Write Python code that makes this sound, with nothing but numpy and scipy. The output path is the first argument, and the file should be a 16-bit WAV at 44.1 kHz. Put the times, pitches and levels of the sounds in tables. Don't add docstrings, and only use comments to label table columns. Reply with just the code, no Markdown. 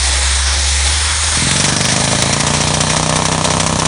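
import sys
import numpy as np
from scipy import signal
from scipy.fft import rfft, irfft
from scipy.io import wavfile

SR = 44100
rng = np.random.default_rng(int(sys.argv[2]) if len(sys.argv) > 2 else 0)


def unload_audio(sound):
    columns = np.transpose(np.atleast_2d(sound))
    steps = np.round(np.clip(columns, -1, 1) * 32767)
    wavfile.write(sys.argv[1], SR, steps.astype(np.int16))


N = 170667
TIME = np.arange(N) / SR


def from_db(db):
    return 10 ** (np.asarray(db) / 20)


def rms_one(x):
    return x / np.sqrt(np.mean(x ** 2) + 1e-20)


def in_time(rows):
    seconds, *columns = np.transpose(rows)
    return [np.interp(TIME, seconds, column) for column in columns]


def noise(colour):
    hz, db = np.transpose(colour)
    log_hz = np.log(np.maximum(np.arange(N // 2 + 1) * SR / N, 1))
    below = np.maximum(np.log(hz[0]) - log_hz, 0)
    above = np.maximum(log_hz - np.log(hz[-1]), 0)
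    shape_db = np.interp(log_hz, np.log(hz), db) - 20 * (below + above)
    white = rfft(rng.standard_normal(N))
    return rms_one(irfft(white * from_db(shape_db), N))


def drift(hz):
    low_pass = signal.butter(2, hz, fs=SR, output="sos")
    wander = signal.sosfilt(low_pass, rng.standard_normal(N + SR))
    return rms_one(wander[SR:])


def clicks(s, db):
    out = np.zeros(N)
    inside = s < (N - 1) / SR
    out[(s[inside] * SR).astype(int)] = from_db(db)[inside]
    return out + 1e-18


def ring(x, hz, t60):
    radius = from_db(-60 / (t60 * SR))
    angle = 2 * np.pi * hz / SR
    return signal.lfilter([0, np.sin(angle)], [1, -2 * radius * np.cos(angle), radius * radius], x)


def swell(x, rise_s, decay_s):
    up, down = np.exp(-1 / (rise_s * SR)), np.exp(-1 / (decay_s * SR))
    dying = signal.lfilter([1], [1, -down], x)
    return signal.lfilter([1 - up], [1, -up], dying)


def high_pass(x, hz):
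    return signal.sosfilt(signal.butter(2, hz, "high", fs=SR, output="sos"), x)


def compressor():
    # time_s, pitch_hz, level_db
    drone_curve = [(0, 66.1, -16.5), (.4, 67.6, -16), (.56, 69.7, -16), (.86, 70.3, -15.5),
                   (.95, 74.6, -18), (1.13, 75, -20.5), (1.28, 78.3, -21.5), (1.35, 77.5, -23),
                   (1.5, 79, -27), (1.7, 80, -70)]
    # time_s, pitch_hz, level_db
    undertone_curve = [(.7, 61.4, -60), (1.0, 55.2, -35), (1.2, 47, -32), (1.45, 40.4, -31),
                       (1.6, 38.7, -60)]
    overtone_db = -39
    hz, db = in_time(drone_curve)
    phase = 2 * np.pi * np.cumsum(hz) / SR
    drone = from_db(db) * (np.sin(phase) + from_db(overtone_db) * np.sin(2 * phase))
    low_hz, low_db = in_time(undertone_curve)
    undertone = from_db(low_db) * np.sin(2 * np.pi * np.cumsum(low_hz) / SR)
    return np.sqrt(2) * (drone + undertone)


def air():
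    # time_s, level_db
    air_curve = [(0, -15.5), (.3, -15), (.7, -15.5), (1.3, -16), (1.62, -14.5), (1.72, -18.5),
                 (1.92, -17.5), (2.2, -18.5), (2.7, -21.5), (3.2, -22.5), (3.87, -23.5)]
    # pitch_hz, relative_level_db (per Hz)
    air_colour = [(60, -1), (130, -7), (180, -11), (240, -19), (330, -11.5), (430, -15), (520, -8.5),
                  (680, -11), (900, -3.5), (1100, -6), (1400, -5.5), (1800, -3.5), (2150, -3.5),
                  (2900, -10.5), (3400, -4), (3900, -1.5), (4400, -4), (4850, -6), (5350, -2.5), (5900, -4),
                  (6450, -4), (7000, -6.5), (7600, -8), (8500, -4.5), (9350, -3.5), (10200, -11)]
    patch_db, patch_hz = 1.5, 2.3
    flutter_db, flutter_hz = 0.63, 25
    db, = in_time(air_curve)
    spectrum = rfft(noise(air_colour))
    band = np.arange(len(spectrum)) * SR / N // 900
    jet = 0
    for k in range(12):
        one_band = irfft(spectrum * (band == k), N)
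        jet = jet + one_band * from_db(patch_db * drift(patch_hz))
    return from_db(db + flutter_db * drift(flutter_hz)) * jet


def strokes():
    # time_s, strokes_per_s
    speed_curve = [(1.3736, 19.6385), (1.55, 23.7762), (1.72, 24.2236), (2.0, 26.2373), (2.25, 27.8785),
                   (2.5, 29.4617), (2.7, 29.9737), (2.95, 31.1795), (3.3, 31.5553), (3.87, 31.9505)]
    start_s, full_speed = 1.3215, 31.5
    return_share, share_per_slowness = .385, 0.01156
    return_jitter_s = 0.00055
    speed, = in_time(speed_curve)
    turns = np.cumsum(speed * (TIME >= start_s)) / SR
    at = np.searchsorted(turns, np.arange(int(turns[-1]) + 1), side="right")
    s = at / SR
    slow = full_speed - speed[at]
    back = s + (return_share + share_per_slowness * slow) / speed[at]
    back = back + return_jitter_s * rng.standard_normal(len(s))
    return s, back, slow


def exhaust(s, slow):
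    # pitch_hz, relative_level_db (per Hz)
    bright_colour = [(820, -34), (1400, -11), (1550, 0), (1740, -6), (2030, -8.5), (2380, -0.5),
                     (2720, -2.5), (3080, 1.5), (3640, -4.5), (4410, -2), (4830, -11), (5800, 1),
                     (6570, -1.5), (8570, -5.5), (10200, -9.5), (13300, -29), (22000, -120)]
    crack_db, crack_loss_db, puff_db = -11, 0.7, -19.5
    crack = swell(clicks(s, crack_db - crack_loss_db * slow), rise_s=0.00017, decay_s=0.002)
    puff_level = puff_db + rng.standard_normal(len(s))
    puff = swell(clicks(s, puff_level), rise_s=0.0041, decay_s=0.014)
    return np.hypot(crack, puff) * noise(bright_colour)


def bites():
    # start_s, level_db (before the lift below), length_s
    bite_rows = [(1.511, -13, .008), (1.56, -17.5, 0.017), (1.598, -14.5, 0.015), (1.640, -14, 0.025),
                 (1.683, -16, 0.018), (1.728, -20, .012), (1.764, -13, 0.0067), (1.809, -16, 0.01),
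                 (1.848, -17.5, 0.015), (1.885, -20, 0.035), (1.918, -18.5, .018), (1.962, -14.5, 0.011),
                 (2.005, -16.5, 0.0094), (2.039, -17.5, 0.018), (2.116, -19.5, 0.022), (2.221, -11, 0.0095),
                 (2.327, -14.5, 0.016), (2.402, -15, 0.014), (2.465, -18.5, .02), (2.534, -18.5, 0.04),
                 (2.605, -17.5, 0.021), (2.673, -19.5, 0.024), (2.74, -15, 0.013), (2.805, -14, 0.014),
                 (2.894, -18, 0.039), (2.961, -20, 0.032), (3.027, -20, 0.0085), (3.094, -12.5, 0.0073),
                 (3.156, -17.5, 0.022), (3.252, -17, 0.015), (3.317, -19.5, 0.018), (3.443, -16.5, 0.021),
                 (3.501, -18, 0.027), (3.598, -17, 0.02), (3.663, -16, 0.014), (3.793, -19, .018),
                 (3.852, -16.5, 0.017)]
    # pitch_hz, relative_level_db (per Hz)
    bite_colour = [(1100, -16), (1700, 1.5), (2400, 2), (2850, -2), (3400, 1.5), (4000, 2), (4450, -3),
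                   (4900, -1), (5400, 1.5), (5800, 6.5), (6400, 0), (7300, -2), (8300, 0), (9200, -2.5),
                   (10200, -6)]
    lift_db, grit_db = 3, 3
    level = 0
    for s, db, length in bite_rows:
        age = np.maximum(TIME - s, 0)
        rise = 1 - np.exp(-age / 0.00074)
        level = level + from_db(db + lift_db) * rise * np.exp(-(age / length) ** 2)
    return level * from_db(grit_db * drift(hz=500)) * noise(bite_colour)


def thump(s, db):
    end_hz, sweep_hz, sweep_s = 105, 187, 0.0041
    rise_s, length_s = 0.0015, 0.014
    scatter_db, pitch_scatter = 0.54, 0.0067
    out = np.zeros(N + SR)
    age = np.arange(SR // 20) / SR
    turns = end_hz * age + sweep_hz * sweep_s * (1 - np.exp(-age / sweep_s))
    shape = (1 - np.exp(-age / rise_s)) * np.exp(-(age / length_s) ** 2)
    chance = rng.standard_normal((len(s), 2))
    for start, level, (louder, higher) in zip((s * SR).astype(int), db, chance):
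        tone = np.sin(2 * np.pi * turns * (1 + pitch_scatter * higher))
        out[start:start + len(age)] -= from_db(level + scatter_db * louder) * shape * tone
    return out[:N]


def thumps(s, back, slow):
    # pitch_hz, level_db, t60_s, loss_db (per stroke/s below full speed)
    boom_rows = [(87, -17.5, 0.11, 1.5), (158.5, -26.5, 0.24, 0.4), (230, -24.5, 0.088, -0.1),
                 (310, -24, 0.043, -0.5)]
    # pitch_hz, relative_level_db (per Hz)
    rumble_colour = [(25, -14), (45, -7), (75, 2.5), (115, -8.5), (170, -7), (260, -4), (350, -16.5)]
    thump_db, return_db, rumble_db = -12.5, -5, -29
    slow_gain_db, return_slow_gain_db = 0.23, 0.1
    first_db, build_s = -17, 0.035
    db = first_db * np.exp((s[0] - s) / build_s) + slow_gain_db * slow
    stroke = thump(s, thump_db + db)
    returning = thump(back, thump_db + db + return_db + return_slow_gain_db * slow)
    boom = 0
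    for hz, level, t60, loss in boom_rows:
        boom = boom + ring(clicks(s, db + level - loss * slow), hz, t60)
    shake = swell(clicks(s, db), rise_s=0.014, decay_s=0.032)
    rumble = from_db(rumble_db) * shake * noise(rumble_colour)
    return stroke + returning - boom + rumble


def knocks(s, back, slow):
    # pitch_hz, level_db, t60_s, loss_db (per stroke/s below full speed)
    knock_rows = [(443, -24, 0.035, 0.1), (609, -24.5, 0.075, -1), (685, -11.5, .018, 0.15),
                  (935, -15, .03, 0.3), (1036, -11, .02, 2.5), (1280, -21.5, 0.024, 3.5),
                  (1723, -24, .04, -1), (2410, -29, 0.033, -2), (3100, -26.5, 0.02, -2),
                  (3950, -31, .022, -4)]
    # pitch_hz, relative_level_db (per Hz)
    scatter_colour = [(300, -9), (380, -7.5), (600, -8.5), (780, -5), (1000, -9.5), (1250, -7),
                      (1500, -30.5), (2500, -22)]
    first_db, build_s = -10.5, 0.3
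    return_db, chance_db, lag_s = -5, 2.5, .0004
    slow_limit = 4.1
    scatter_db, scatter_slow_gain_db = -22, 0.55
    build = first_db * np.exp((s[0] - s) / build_s)
    return_build = build + return_db + chance_db * rng.standard_normal(len(s))
    db = np.r_[build, return_build]
    hits = np.r_[s, back] + lag_s
    slow = np.minimum(np.r_[slow, slow], slow_limit)
    ringing = 0
    for hz, level, t60, loss in knock_rows:
        hit_db = db + level - loss * slow + chance_db * rng.standard_normal(len(hits))
        ringing = ringing + ring(clicks(hits, hit_db), hz, t60)
    scatter_clicks = clicks(hits, scatter_db + db + scatter_slow_gain_db * slow)
    scatter = swell(scatter_clicks, rise_s=0.00017, decay_s=.014)
    return high_pass(ringing, hz=373) + scatter * noise(scatter_colour)


def hollow(x):
    return signal.lfilter(*signal.iirnotch(361.7, Q=5.3, fs=SR), x)


def scene():
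    s, back, slow = strokes()
    body = hollow(thumps(s, back, slow) + knocks(s, back, slow))
    hammer = body + exhaust(s, slow) + bites()
    return (compressor() + air() + hammer)[None]


def record(dry):
    overload, cutoff_hz = .95, 10350
    x = high_pass(dry, hz=40)
    rounded = x / (1 + (x / overload) ** 4) ** (1 / 4)
    top_cut = signal.ellip(12, .2, 80, cutoff_hz, fs=SR, output="sos")
    return signal.sosfilt(top_cut, rounded)


dry = scene()
out = record(dry)
unload_audio(out)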